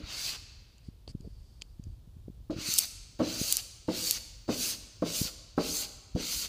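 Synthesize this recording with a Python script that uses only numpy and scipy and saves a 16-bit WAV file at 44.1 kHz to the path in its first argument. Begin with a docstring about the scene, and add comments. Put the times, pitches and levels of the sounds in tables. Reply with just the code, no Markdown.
"""A plastic squeegee smooths vinyl film onto a car panel in a workshop, close to a hand-held mono camera.
A dull first stroke opens; in the pause after it the moving camera rumbles, bumps and ticks.
Seven more strokes follow: each lands with a hollow thump of the sheet metal's ringing modes, then hisses
as shaped noise that brightens while the blade gathers speed. The film snaps, as sharp impulses, under the
first three of these. A few bumps go on among the strokes, over room echo, hand rumble and faint room tone."""
import sys
import numpy as np
from scipy import signal
from scipy.fft import rfft, irfft, next_fast_len
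from scipy.io import wavfile
from scipy.ndimage import uniform_filter1d, map_coordinates

SR = 44100
rng = np.random.default_rng(int(sys.argv[2]) if len(sys.argv) > 2 else 0)


def generate_wav(signal):
    """Clip the signal to [-1, 1] and save it as 16-bit WAV at the path in sys.argv[1]."""
    frames = np.transpose(np.atleast_2d(signal))
    scaled = np.clip(frames, -1, 1) * 32767
    pcm = np.round(scaled).astype(np.int16)
    wavfile.write(sys.argv[1], SR, pcm)


N = 285768  # length in samples

# tone of the blade's rub before speed tilts it: freq_hz, density_db (per Hz, relative)
RUB_COLOUR = [(150, -17.5), (600, -21.5), (900, -22.5), (1400, -15.5), (1750, -19), (2750, -7), (3500, -9),
              (4600, 2.5), (5400, -4.5), (6300, 0), (8000, -6.5), (11000, -10), (13500, -10.5),
              (15000, -8.5)]


def rub(trim_db=4, grain_rate_hz=5000, grain_db=-3, judder_db=-0.3, drag_db=1.34, lean=0.48, patch_db=2.3):
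    """The blade plucks countless tiny bumps of the film; faster sliding shifts their energy upwards."""
    grains = (rng.random(N) < grain_rate_hz / SR) * rng.standard_normal(N)
    friction = coloured(rng.standard_normal(N) + amp(grain_db) * unit(grains), RUB_COLOUR)
    # the edge grips unevenly, both fast and slow
    friction *= amp(judder_db * wobble(130) + drag_db * wobble(25))
    hz, t, spectra = signal.stft(friction, SR, nperseg=512)
    rub_db, bright_db = sliding(t)
    # brightness lifts the treble and thins the low end
    tilt = treble(hz) - lean * (1 - treble(hz, low_hz=1350, high_hz=3920))
    # the contact line keeps moving, so narrow resonances come and go
    patches = uniform_filter1d(rng.standard_normal(spectra.shape), size=3, axis=0)
    patches = unit(uniform_filter1d(patches, size=7, axis=1))
    gain = amp(trim_db + rub_db + tilt[:, None] * bright_db + patch_db * patches)
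    return signal.istft(spectra * gain, SR, nperseg=512)[1][:N]


# strokes of the blade: start_s, length_s, wait_s (before pushing), press_s (to full pressure),
# run_up_s (to top speed), slowing_s, level_db (before the rub's trim), bright_db (at top speed)
STROKES = [(0.0, .36, 0.012, 0.11, .25, 0.053, -37.5, -7),
           (2.503, 0.34, 0.053, 0.059, 0.22, 0.032, -35.5, 0),
           (3.192, 0.41, 0.0029, 0.046, 0.33, 0.045, -37, 0.5),
           (3.874, 0.3, 0, 0.033, 0.2, 0.055, -36.5, 1), (4.479, .27, 0, 0.023, 0.16, 0.047, -37, 1),
           (5.02, 0.27, 0.0024, 0.053, 0.19, 0.059, -37.5, 1.5),
           (5.571, .28, 0, .04, 0.19, 0.036, -38, 1.5), (6.151, .31, 0.00096, 0.052, 0.25, 0.062, -37, 1.5)]
TOUCH_SPEED, LIFT_SPEED = 0.25, 0.62  # shares of the top speed as the blade lands and as it leaves
SPEED_LAW = 0.75  # the rub's amplitude grows as this power of the speed
DULL_DB = 27.5  # brightness lost between top speed and rest
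LIGHT_DB = 9  # the first touch is this much softer than full pressure
LIFT_DB_PER_S = 899  # the rub dies as the blade leaves the film
TOUCH_BRIGHT_DB, TOUCH_S = 11, 0.0091  # bright puff as the edge meets the film, and its 1/e decay
SILENT_DB = -120


def sliding(t):
    """Level and brightness of the rub in dB: the blade touches, presses in, gathers speed, slows and lifts."""
    rub_db, bright_db = np.full(len(t), float(SILENT_DB)), np.zeros(len(t))
    for start, length, wait, press, run_up, slowing, stroke_db, top_bright_db in STROKES:
        age, left = t - start, start + length - t
        push = np.sin(np.pi / 2 * ramp((age - wait) / run_up))
        speed = TOUCH_SPEED + (1 - TOUCH_SPEED) * push
        speed *= LIFT_SPEED + (1 - LIFT_SPEED) * ramp(left / slowing)
        pressure_db = -LIGHT_DB * (1 - ramp((age - wait) / press))
        lift_db = LIFT_DB_PER_S * np.minimum(left, 0)
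        level_db = stroke_db + pressure_db + lift_db + SPEED_LAW * 20 * np.log10(speed)
        puff_db = TOUCH_BRIGHT_DB * np.exp(-np.abs(age / TOUCH_S))
        # each stroke takes over from the one before
        rub_db = np.where(age >= 0, np.maximum(level_db, SILENT_DB), rub_db)
        bright_db = np.where(age >= 0, top_bright_db - DULL_DB * (1 - speed) + puff_db, bright_db)
    return rub_db, bright_db


# ringing modes of the car panel, before each contact's scatter: freq_hz, level_db (relative), t60_s
PANEL_MODES = [(117, -19, 0.2), (192, -4, 0.12), (259.6, 0, 0.085), (303, 3, 0.1), (368, -6, 0.089),
               (440, -7, 0.09), (488, -4.5, 0.1), (557, -10, 0.09), (662, -13, 0.08), (773, -19.5, 0.064),
               (1056, -14.5, 0.027), (1340, -21, 0.06)]


def thumps(attack_s=0.0023, scatter_db=2, detune=0.028, clatter_db=-6, clatter_t60_s=0.076):
    """Each landing rings the panel's low modes over a blur of denser ones; a harder one wakes the upper modes."""
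    out, t = np.zeros(N), np.arange(2 ** 14) / SR
    head = t < .02  # the first 20 ms set the level
    hz, mode_db, t60 = np.transpose(PANEL_MODES)[:, :, None]
    grid = np.fft.rfftfreq(len(t), 1 / SR)
    # colour of the dense modes: (Hz, dB)
    blur = [(70, -17.5), (200, 0.5), (600, 5.0), (900, -6), (1400, -12.0), (2200, -26.5), (5000, -48)]

    def upper(f):
        """0 in the low modes, rising to 1 in the upper ones."""
        return treble(f, low_hz=351, high_hz=1300)

    for start, level_db, hard_db in contacts():
        # each contact's modes get a little random scatter in level and pitch
        size, shift = rng.standard_normal((2, len(hz), 1))
        decay = amp(mode_db + scatter_db * size + hard_db * upper(hz) - 60 * t / t60)
        ring = np.sum(decay * np.sin(2 * np.pi * hz * (1 + detune * shift) * t), axis=0)
        fading_noise = rng.standard_normal(len(t)) * amp(-60 * t / clatter_t60_s)
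        clatter = causal(fading_noise, along(blur, grid) + hard_db * upper(grid))
        blow = unit(ring) + amp(clatter_db) * unit(clatter)
        blow *= 1 - np.exp(-t / attack_s)
        add(out, start, amp(level_db) * blow / blow[head].std())
    return out


# landings of the squeegee: start_s, level_db (first 20 ms), hardness_db (lift of the upper modes)
LANDINGS = [(.002, -46.5, -22), (2.498, -31.5, -5.5), (3.193, -35, 2), (3.2018, -25.5, 2.5),
            (3.214, -30, -12), (3.883, -26.5, -5.5), (4.48, -43, 0), (4.489, -26, -6), (5.022, -25.5, 0),
            (5.578, -24, 3), (6.157, -31, -12)]
REBOUND_S, REBOUND_LOSS_DB = .032, 11  # average time between contacts, loss at each


def contacts(count=3, uneven=0.1524):
    """The blade chatters as it settles: each landing, then its ever softer rebounds."""
    hits = []
    for start, level_db, hard_db in LANDINGS:
        for k in range(count):
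            gap = REBOUND_S * (1 + uneven * rng.uniform(-1, 1))
            hits.append((start + k * gap, level_db - k * REBOUND_LOSS_DB, hard_db))
    return hits


# the film snaps under the blade: start_s, peak_db (before the trim), brightness_db
SNAPS = [(2.7395, -9.5, 4.5), (2.7807, -12.5, -11.5), (2.7849, -6, 8), (2.7871, 0, -2.5), (2.7904, -3.5, 0),
         (2.8375, -22, 1.5), (2.855, -22.5, 5), (3.5253, 0.5, 5.5), (3.5692, -8, 2), (4.1102, -3.5, 0)]
# tone of a snap before its brightness: freq_hz, gain_db
SNAP_COLOUR = [(600, -44.5), (1700, -29.5), (2700, -6.5), (4500, 0.5), (8000, 3.5), (11000, 1.5),
               (15000, 1)]


def film_snaps():
    """The film snaps in sharp, bright cracks with a very short ring."""
    return clicks(SNAPS, SNAP_COLOUR, ring_db=-13, ring_t60_s=0.0072, trim_db=1)


# light ticks of the grip: start_s, peak_db (before the trim), brightness_db
TICKS = [(.7815, -47, 9), (1.0775, -34, -27), (1.2081, -45, 14), (1.614, -40, -4), (1.6197, -24.5, -3),
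         (1.8389, -42, 11)]
# tone of a tick before its brightness: freq_hz, gain_db
TICK_COLOUR = [(1000, -15), (1700, -24), (2400, -7.5), (3100, 5), (3650, -5.5), (4750, 10), (5450, -6),
               (6900, 0.5), (10000, -20.5), (15000, -29)]


def grip_ticks():
    """The grip on the camera gives a light, brief tick with a narrower, duller tone than a snap."""
    return clicks(TICKS, TICK_COLOUR, ring_db=-2, ring_t60_s=0.012, trim_db=-2)


def clicks(rows, colour, ring_db, ring_t60_s, trim_db):
    """A sharp impulse, then a few milliseconds of scattered ringing."""
    out, t = np.zeros(N), np.arange(2 ** 11) / SR
    hz = np.fft.rfftfreq(len(t), 1 / SR)
    for start, peak_db, bright_db in rows:
        burst = amp(ring_db - 60 * t / ring_t60_s) * rng.standard_normal(len(t))
        burst[0] = 1
        click = causal(burst, along(colour, hz) + bright_db * treble(hz))
        add(out, start, amp(peak_db + trim_db) * click / np.abs(click).max())
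    return out


# dull handling bumps: centre_s, peak_db, pitch_hz (nominal; the breadth sets the strongest pitch to 0.75 of it)
BUMPS = [(0.041, -34.5, 81), (0.888, -30, 150), (1.0792, -36.5, 467), (1.152, -24, 153),
         (1.206, -36.5, 160), (1.276, -32.5, 208), (1.422, -40, 50), (1.621, -45, 328), (1.798, -30.5, 136),
         (1.87, -36.5, 156), (2.077, -40, 121), (2.169, -38.5, 124), (2.283, -30.5, 260),
         (2.302, -33.5, 160), (2.566, -27.5, 170), (2.588, -29, 170), (2.689, -29.5, 200),
         (3.416, -19.5, 221), (5.217, -18, 172.3), (5.254, -33, 170), (6.153, -18, 132)]


def bumps(breadth=0.75, lead_s=.04):
    """A knock through the camera's body is one push with a dip on either side, and no ring."""
    out = np.zeros(N)
    t = np.arange(round(2 * lead_s * SR)) / SR - lead_s
    for centre, peak_db, hz in BUMPS:
        u = (np.pi * breadth * hz * t) ** 2
        push = amp(peak_db) * (1 - 3 * u) / (1 + u) ** 3
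        add(out, centre - lead_s, push)
    return out


# shifts of the hand's grip on the camera: start_s, length_s, rumble_db, scuff_db, brush_db
GRIPS = [(.83, .07, -57, -73, -68), (1.075, 0.046, -39.5, -55, -56), (1.213, 0.075, -60, -50.5, -77),
         (1.13, 0.66, -52, -71.5, -72), (1.77, 0.21, -47, -71, -75.5), (2.0, 0.69, -54, -75, -88)]
HOLD_RUMBLE_DB, HOLD_SCUFF_DB = -54.5, -69.5  # a hand that merely holds the camera


def gripping(t, fullness=0.57):
    """Amplitudes of rumble, scuff and brush: each shift of the grip is one arch over the steady hold."""
    gains = amp([[HOLD_RUMBLE_DB], [HOLD_SCUFF_DB], [-np.inf]])
    for start, length, *levels_db in GRIPS:
        u = ramp((t - start) / length)
        arch = np.abs(np.sin(np.pi * u)) ** fullness * (u < 1)
        gains = np.hypot(gains, amp(levels_db)[:, None] * arch)
    return gains


# tones of the hand's rumble, scuff and brush and of the room's air: freq_hz, density_db (per Hz, relative)
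RUMBLE_COLOUR = [(15, -29), (28, -10.5), (42, 1.5), (65, -2.5), (110, -6.5), (170, -22.5), (300, -37.5),
                 (2000, -84)]
SCUFF_COLOUR = [(70, 3), (170, 2.5), (400, -5), (700, -16.5), (1000, -32.5), (3000, -52)]
BRUSH_COLOUR = [(1500, -16), (3000, -8.5), (4000, -12), (4600, 6), (5600, -8), (9000, -12), (15000, -42)]
AIR_COLOUR = [(100, 1), (400, -7), (1000, -11), (2000, -19.5), (3700, -13), (7000, -19.5), (15000, -21)]


def background(air_db=-70, lumps_db=2, rough_db=3):
    """The hand rumbles, scuffs and brushes on the camera over a faint room tone."""
    def noise(colour):
        """Steady noise of one tone."""
        return coloured(rng.standard_normal(N), colour)

    sway, slip, graze = gripping(np.arange(N) / SR)
    rumble = sway * amp(lumps_db * wobble(21)) * noise(RUMBLE_COLOUR)
    scuff = slip * amp(rough_db * wobble(120)) * noise(SCUFF_COLOUR)
    brush = graze * noise(BRUSH_COLOUR)
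    return rumble + scuff + brush + amp(air_db) * noise(AIR_COLOUR)


# decay of the workshop's echo: freq_hz, t60_s
ROOM_T60 = [(150, 0.75), (400, 0.64), (1200, 1.62), (4500, 1.18), (7000, 0.93), (10000, 0.61), (15000, 0.3)]
# how much sound feeds the echo: freq_hz, send_db
ROOM_SEND = [(100, -5), (300, -7), (1200, -11.5), (4500, -10.5), (8000, -11), (14000, -12.5)]


def workshop(x, delay_s=.008, count=14):
    """The hard-walled room's tail: noise in which each frequency dies at its own speed."""
    hz, t, spectra = signal.stft(rng.standard_normal((count, SR + SR // 2)), SR, nperseg=256)
    t60 = along(ROOM_T60, hz)[:, None]
    even_energy = np.sqrt(2 * np.log(1000) / (t60 * SR))  # long and short decays carry alike
    gain = amp(along(ROOM_SEND, hz)[:, None] - 60 * t / t60) * even_energy
    tails = signal.istft(spectra * gain, SR, nperseg=256)[1]
    out, start = np.zeros(N), 0
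    # successive stretches of sound meet differently scattered echoes
    for stretch, tail in zip(np.array_split(x, count), tails):
        add(out, start / SR + delay_s, signal.fftconvolve(stretch, tail))
        start += len(stretch)
    return out


def amp(db):
    """Decibels to amplitude."""
    return 10 ** (np.asarray(db) / 20)


def unit(x):
    """Scaled to rms 1."""
    return x / np.sqrt(np.mean(x ** 2) + 1e-20)


def ramp(x):
    """Held between 0 and 1."""
    return np.clip(x, 0, 1)


def along(points, hz):
    """Read a curve of (Hz, value) points on a log frequency axis."""
    f, v = np.transpose(points)
    return np.interp(np.log(hz + 1), np.log(f + 1), v)


def treble(hz, low_hz=3800, high_hz=10500):
    """0 up to low_hz, rising to 1 at high_hz."""
    return ramp(np.log((hz + 1) / low_hz) / np.log(high_hz / low_hz))


def wobble(rate):
    """A smooth random curve, rate knots a second."""
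    knots = rng.standard_normal(int(N * rate / SR) + 4)
    return map_coordinates(knots, [np.arange(N) * rate / SR])


def filtered(x, response):
    """x times a response of frequency."""
    m = next_fast_len(N + SR // 2)
    return irfft(rfft(x, m) * response(np.fft.rfftfreq(m, 1 / SR)), m)[:N]


def coloured(x, spectrum):
    """x shaped by a spectrum, at rms 1."""
    return unit(filtered(x, lambda hz: amp(along(spectrum, hz))))


def causal(x, gain_db):
    """A short sound shaped by a gain on its own FFT grid, minimum phase so nothing precedes its attack."""
    cepstrum = irfft(np.log(amp(gain_db)))
    half = len(cepstrum) // 2
    cepstrum[1:half] *= 2
    cepstrum[half + 1:] = 0
    return irfft(rfft(x) * np.exp(rfft(cepstrum)))


def add(track, start_s, sound):
    """Mix a sound into a track, cut at the track's end."""
    part = track[round(start_s * SR):][:len(sound)]
    part += sound[:len(part)]


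def scene():
    """The work on the panel fills the room; handling sounds reach the microphone directly."""
    work = rub() + thumps()
    snaps = film_snaps()
    echo = workshop(work + amp(-4) * snaps)
    mono = work + snaps + echo + grip_ticks() + bumps() + background()
    return np.array([mono, mono])


def record(dry, top_hz=15400):
    """The camera keeps nothing above its band limit."""
    return np.array([filtered(channel, lambda hz: hz < top_hz) for channel in dry])


dry = scene()
out = record(dry)
generate_wav(out)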